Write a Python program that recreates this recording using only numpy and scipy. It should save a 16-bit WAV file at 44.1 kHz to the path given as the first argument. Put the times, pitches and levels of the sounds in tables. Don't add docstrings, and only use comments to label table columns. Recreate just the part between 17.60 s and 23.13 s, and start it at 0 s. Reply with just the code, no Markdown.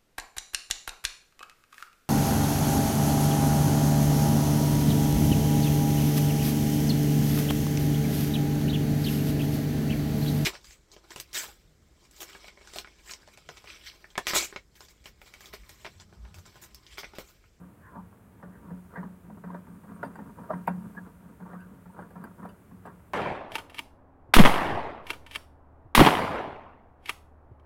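import sys
import numpy as np
from scipy import signal
from scipy.fft import rfft, irfft, next_fast_len
from scipy.io import wavfile
from scipy.ndimage import uniform_filter1d

SR = 44100
rng = np.random.default_rng(int(sys.argv[2]) if len(sys.argv) > 2 else 0)


def dump(signal):
    limited = np.clip(np.atleast_2d(signal).T, -1, 1)
    pcm = np.round(limited * 32767).astype(np.int16)
    wavfile.write(sys.argv[1], SR, pcm)


N = 244073
TIME = np.arange(N) / SR
RING_TIME = TIME[:SR]

# f/Hz, relative level/dB
RUMBLE_SPECTRUM = [(25, -31), (38, -5), (55, -3.5), (100, -0.5), (140, -8), (200, -7), (320, -12.5),
                   (600, -18.5), (1000, -24), (1600, -27), (2300, -34), (5000, -52), (9000, -63)]
# f/Hz, relative level/dB
HISS_SPECTRUM = [(2000, 5.5), (4000, -5.5), (5500, -6), (8000, 0), (10000, 1.5), (16000, 0.5)]
# t/s, relative level/dB
HISS_SWELLS = [(0.0, -72.5), (0.75, -73.5), (1.28, -70), (1.6, -72), (3.3, -68), (3.57, -71.5), (4.64, -72),
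               (4.79, -70.5), (5.04, -72.5), (5.53, -72.5)]
# f/Hz, level/dB
HUM_TONES = [(103, -69.5)]

# f/Hz, relative level/dB, t60/s
HOLDER_MODES = [(302, -35.5, 0.32), (474, 6, 0.071), (514.4, -12.5, 0.26), (581, -0.5, 0.15),
                (705, 3, 0.067), (767, -7, 0.061), (830, -27, 0.049), (940, 12, 0.05), (1092, 7, 0.034),
                (1171, -3, 0.13), (1339, -4.5, 0.055), (1453, -5.5, 0.11), (1614, -0.5, 0.06),
                (1709, -4, 0.049), (1825, -13.5, 0.14), (1920, -26, 0.12), (2390, 1.5, 0.17),
                (2520, -15, 0.095), (3180, -17, 0.075), (4620, -17, 0.17)]
# f/Hz, relative level/dB, t60/s
BOWL_MODES = [(180.66, 5, 0.41), (207.5, 1, 0.27), (230.4, -22, 1), (265.5, -6.5, 0.25)]
# f/Hz, relative level/dB, t60/s
GLASS_MODES = [(2700, -1.5, 0.12), (2950, -8.5, 0.078), (3600, -13, 0.074), (4710, -4, 0.054),
               (4900, -19, 0.028), (7700, -4, 0.039), (8680, 0.5, 0.016), (11000, -1.5, 0.08),
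               (12600, -36, 0.0077), (13950, 5, 0.0086), (15300, 6.5, 0.014)]
# f/Hz, relative level/dB
METAL_SPECTRUM = [(150, -8.5), (330, -2), (600, -2.5), (1000, -3.5), (1700, -13), (2200, -17),
                  (3200, -10.5), (5000, -11.5), (16000, -36)]
# t/s, boost/dB
BOWL_UPPER_BOOST = [(0.4, 4), (1.1, -8.5), (2.3, 4.5), (2.6, 18), (2.9, -0.5), (3.85, -3.5), (4.4, -10.5),
                    (4.85, 2.5)]

# start t/s, length/s, relative peak rub/dB, relative peak bowl drone/dB
WRIST_TWISTS = [(-.05, 0.099, -57, -44), (0.297, 0.069, -51, -52), (0.785, 0.17, -55.5, -52),
                (1.008, .11, -52.5, -41), (1.294, .12, -48.5, -45), (1.622, 0.15, -61, -42),
                (1.831, 0.12, -50.5, -39), (2.038, 0.13, -58.5, -46), (2.257, 0.22, -48.5, -41),
                (2.515, 0.16, -52.5, -43), (2.749, 0.083, -47, -45), (2.897, 0.076, -48, -39),
                (3.085, 0.17, -53, -36), (3.316, 0.13, -53.5, -43.5), (3.572, 0.13, -59.5, -46),
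                (3.8, 0.15, -49.5, -44), (4.013, 0.13, -58, -44.5), (4.315, 0.098, -48, -47),
                (4.548, 0.1, -49.5, -41.5), (4.769, 0.085, -47.5, -48), (5.206, 0.1, -53.5, -47)]
# t/s, half length/s, level/dB
WHISTLE_CHIRPS = [(2.14, .05, -78), (2.36, 0.01, -68), (2.464, 0.014, -67), (2.8, 0.045, -78),
                  (2.96, .026, -73), (4.328, .013, -74), (4.412, .03, -77), (4.86, .055, -80)]
# t/s, half length/s, f/Hz, pitch spread/Hz, level/dB
DRY_SQUEAKS = [(0.269, 0.031, 1580, 252, -57), (0.305, 0.045, 1040, 133, -56.5),
               (0.384, .019, 960, 150, -47), (0.95, 0.03, 1660, 300, -64), (1.379, 0.017, 1820, 527, -48),
               (2.908, 0.0063, 1190, 90, -35.5), (2.912, 0.0094, 614, 68.4, -31.5),
               (2.941, 0.0037, 1670, 300, -45.5), (3.081, 0.0071, 2170, 345, -45),
               (3.382, 0.0083, 1632, 70, -40), (3.954, 0.0088, 1190, 248, -49.5),
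               (4.015, 0.025, 1540, 67, -56), (4.305, 0.0048, 954, 60.3, -52),
               (4.431, 0.0068, 1550, 260, -53)]
# t/s, level/dB, f/Hz of the mode struck hardest
GLASS_TICKS = [(2.430, -60, 4900), (2.448, -62, 4900), (2.556, -64.5, 7700), (3.0732, -44, 15300),
               (3.0772, -56, 11000), (4.003, -64, 2700), (4.504, -67, 13950), (4.638, -56, 13950),
               (4.853, -64, 13950), (4.889, -61, 2950), (5.259, -62, 7700)]
# t/s, clack level/dB, chatter length/s, cap's note f/Hz, relative boom level/dB
THREAD_CATCHES = [ (0.355, -42, 0.006, 1030, -39), (0.527, -54, 0.0059, 980, -63),
                  (0.799, -53.5, .026, 1030, -54), (0.827, -45, 0.01, 910, -43.5),
                  (1.052, -71, .015, 880, -44), (1.105, -46.5, .003, 870, -37),
                  (1.337, -51, 0.013, 1370, -46), (1.358, -38, 0.0095, 1610, -69),
                  (1.372, -41, .007, 447, -33), (1.430, -38.5, 0.018, 1000, -34),
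                  (1.699, -47, 0.0072, 770, -40.5), (1.771, -51.5, 0.0069, 930, -51),
                  (1.837, -42, .045, 690, -38.5), (1.902, -39, 0.012, 990, -54),
                  (1.944, -38.5, 0.0096, 618, -42), (2.068, -52.5, 0.012, 890, -44),
                  (2.236, -53, 0.053, 885, -51), (2.288, -51.5, .017, 890, -41.5),
                  (2.428, -30.5, 0.004, 1420, -44.5), (2.431, -32, 0.013, 923, -37),
                  (2.555, -43.5, 0.0019, 1530, -51), (2.588, -39.5, 0.012, 853, -38),
                  (2.690, -50, 0.0016, 820, -51), (2.784, -42, 0.009, 830, -40),
                  (2.903, -30, 0.035, 648, -39.5), (2.931, -35, 0.017, 1010, -34),
                  (3.075, -21.5, 0.019, 931, -27), (3.078, -27.5, 0.0061, 705, -51),
                  (3.348, -50, 0.02, 920, -42), (3.376, -45, 0.0028, 1400, -62),
                  (3.463, -49.5, 0.0043, 1090, -50), (3.802, -48.5, 0.025, 830, -39.5),
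                  (3.861, -46.5, 0.0099, 914, -52), (3.931, -44.5, 0.0063, 950, -40),
                  (4.256, -52.5, 0.0052, 870, -45.5), (4.367, -49, .045, 1500, -45.5),
                  (4.389, -37.5, 0.023, 830, -69), (4.504, -50.5, 0.0055, 1630, -55),
                  (4.555, -45.5, 0.031, 737, -41), (4.639, -41, 0.029, 1576, -70),
                  (4.790, -66, 0.0074, 870, -39.5), (4.828, -43, 0.025, 1064, -43),
                  (4.852, -37.5, 0.0032, 755, -51), (5.111, -55, 0.0067, 900, -43.5),
                  (5.253, -41, 0.007, 680, -59), (5.270, -41.5, .006, 1130, -48.5)]


def from_db(db):
    return 10 ** (np.asarray(db) / 20)


def rms_one(x):
    return x / np.sqrt(np.mean(x ** 2) + 1e-20)


def loudest_one(x, size):
    return x / np.sqrt(uniform_filter1d(x ** 2, size).max() + 1e-20)


def evened(x, size):
    return x / np.sqrt(uniform_filter1d(x ** 2, size) + 1e-20)


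def add(out, at_s, sound):
    start = int(np.clip(at_s * SR, 0, N - 1))
    out[start:start + len(sound)] += sound[:N - start]


def high_pass(x, hz, order):
    return signal.sosfilt(signal.butter(order, hz, "high", fs=SR, output="sos"), x)


def coloured(x, spectrum):
    hz, db = np.transpose(spectrum)
    size = next_fast_len(len(x))
    bin_hz = np.maximum(np.arange(size // 2 + 1) * SR / size, 1)
    gain = from_db(np.interp(np.log(bin_hz), np.log(hz), db))
    return rms_one(irfft(rfft(x, size) * gain, size)[:len(x)])


def resonance(x, hz, width_hz):
    r = np.exp(-np.pi * width_hz / SR)
    feedback = [1, -2 * r * np.cos(2 * np.pi * hz / SR), r * r]
    return signal.lfilter(np.array([1, 0, -1]) * (1 - r * r) / 2, feedback, x)


def ringing(modes):
    return np.array([from_db(db - 60 * RING_TIME / t60) * np.sin(2 * np.pi * hz * RING_TIME)
                     for hz, db, t60 in modes])


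def slips(size, per_s, spread_db):
    happens = rng.random(size) < per_s / SR
    strength = from_db(spread_db * np.clip(rng.standard_normal(size), -2, 2))
    return happens * strength * rng.choice([-1, 1], size)


def muffled(x, edge_hz=1980, leak_db=-24):
    soft = signal.sosfilt(signal.butter(14, edge_hz, fs=SR, output="sos"), x)
    return soft + from_db(leak_db) * resonance(x, hz=2700, width_hz=1500)


def friction(grip_s=0.029, build_db=6, let_go_db_per_s=148):
    rub, drone = from_db(-66), from_db(-57.5)
    for start, length, rub_db, drone_db in WRIST_TWISTS:
        t = TIME - start
        building_db = build_db * (np.clip(t / length, 0, 1) - 1)
        fading_db = let_go_db_per_s * np.maximum(t - length, 0)
        grip = np.clip(t / grip_s, 0, 1) * from_db(building_db - fading_db)
        rub = np.hypot(rub, from_db(rub_db) * grip)
        drone = np.hypot(drone, from_db(drone_db) * grip)
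    return rub, drone


def background(rumble_db=-55.5, hiss_boost_db=3.5):
    rumble = from_db(rumble_db) * coloured(rng.standard_normal(N), RUMBLE_SPECTRUM)
    hiss_db = np.interp(TIME, *np.transpose(HISS_SWELLS)) + hiss_boost_db
    hiss = from_db(hiss_db) * coloured(rng.standard_normal(N), HISS_SPECTRUM)
    hum = sum(from_db(db) * np.sqrt(2) * np.sin(2 * np.pi * hz * TIME) for hz, db in HUM_TONES)
    return rumble + hiss + hum


def whistle(hz=8860, width_hz=200, follow_db=-33):
    note = resonance(resonance(rng.standard_normal(N), hz, width_hz), hz, width_hz)
    chirps = sum(from_db(db) * np.exp(-.5 * ((TIME - at_s) / half_length) ** 2)
                 for at_s, half_length, db in WHISTLE_CHIRPS)
    rub_gain, _ = friction()
    return np.hypot(chirps, from_db(follow_db) * rub_gain) * evened(note, size=400)


def squeaks(muffle_below_hz=2000):
    out = np.zeros(N)
    t = RING_TIME[:SR // 2] - 1 / 4
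    for at_s, half_length, hz, spread_hz, db in DRY_SQUEAKS:
        note = rng.standard_normal(len(t))
        for _ in range(3):
            note = resonance(note, hz, 2 * spread_hz)
        note = evened(note, size=200)
        if hz < muffle_below_hz:
            note = rms_one(muffled(note))
        swell = np.exp(-.5 * (t / half_length) ** 2)
        add(out, at_s + t[0], from_db(db) * swell * note)
    return out


def ticks(favour_db=6, falloff_db=6, snap_db=-3, snap_hz=8000, grit_s=0.0042):
    out, t = np.zeros(N), RING_TIME[:SR // 8]
    modes = ringing(GLASS_MODES)[:, :len(t)]
    mode_hz = np.array(GLASS_MODES)[:, 0]
    for at_s, db, hz in GLASS_TICKS:
        pitch_gap = abs(np.log(mode_hz / hz))
        nearest = pitch_gap == pitch_gap.min()
        ring = from_db(favour_db * nearest - falloff_db * pitch_gap) @ modes
        crack = rng.standard_normal(len(t)) * np.exp(-t / grit_s)
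        glass = loudest_one(signal.fftconvolve(crack, ring)[:len(t)], size=150)
        snap = loudest_one(high_pass(crack, snap_hz, order=3), size=150)
        tick = glass + from_db(snap_db) * snap
        add(out, at_s, from_db(db) * loudest_one(tick, size=150))
    return out


def rubbing(rub_trim_db=-2, drone_trim_db=-3.5):
    rub_gain, drone_gain = friction()
    grind = slips(N, per_s=900, spread_db=6)
    ring = rng.choice([-1, 1], len(HOLDER_MODES)) @ ringing(HOLDER_MODES)
    holder = rms_one(signal.fftconvolve(grind, ring)[:N])
    rub = rms_one(muffled(holder + coloured(grind, METAL_SPECTRUM)))
    bowl = ringing(BOWL_MODES).sum(axis=0)
    drone = signal.fftconvolve(rng.standard_normal(N + SR), bowl)[SR:SR + N]
    drone = evened(drone, size=3500)
    return rub_gain * from_db(rub_trim_db) * rub + drone_gain * from_db(drone_trim_db) * drone


def booms(swell_s=0.0079, vary_db=1, trim_db=-1):
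    out, modes = np.zeros(N), ringing(BOWL_MODES)
    swell = 1 - np.exp(-(RING_TIME / swell_s) ** 2)
    is_upper = np.arange(len(modes)) > 0
    for at_s, *_, boom_db in THREAD_CATCHES:
        boost_db = np.interp(at_s, *np.transpose(BOWL_UPPER_BOOST))
        strengths = from_db(boost_db * is_upper + rng.normal(0, vary_db, len(modes)))
        boom = swell * (strengths @ modes)
        add(out, at_s, from_db(boom_db + trim_db) * loudest_one(boom, size=600))
    return high_pass(out, hz=150, order=3)


def clacks(vary_db=0.5, crack_t60=0.062, tail_db=-15, tail_t60=0.37, cap_t60=0.019):
    out, t = np.zeros(N), RING_TIME[:SR // 2]
    modes = ringing(HOLDER_MODES)[:, :len(t)]
    metal_fade = from_db(-60 * t / crack_t60) + from_db(tail_db - 60 * t / tail_t60)
    for at_s, db, chatter_s, cap_hz, _ in THREAD_CATCHES:
        chatter = slips(len(t), per_s=1200, spread_db=2.0) * np.exp(-t / chatter_s)
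        force = chatter / (np.linalg.norm(chatter) + 1e-9)
        force[0] += 1
        strengths = from_db(rng.normal(0, vary_db, len(modes))) * rng.choice([-1, 1], len(modes))
        holder = loudest_one(strengths @ modes, size=220)
        metal = coloured(rng.standard_normal(len(t)), METAL_SPECTRUM) * metal_fade
        struck = loudest_one(signal.fftconvolve(force, holder + metal)[:len(t)], size=180)
        cap = t * from_db(-60 * t / cap_t60) * np.sin(2 * np.pi * cap_hz * t)
        cap_db = -3 + 0.54 * (db + 37)
        clack = muffled(struck + from_db(cap_db) * loudest_one(cap, size=180))
        add(out, at_s, from_db(db) * loudest_one(clack, size=180))
    return high_pass(out, hz=120, order=2)


def scene():
    return (clacks() + booms() + rubbing() + ticks() + squeaks() + whistle() + background())[None]


def record(dry, bass_hz=48, top_hz=15950):
    thin = high_pass(dry, bass_hz, order=4)
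    return signal.sosfilt(signal.ellip(12, .1, 80, top_hz, fs=SR, output="sos"), thin)


dry = scene()
out = record(dry)
dump(out)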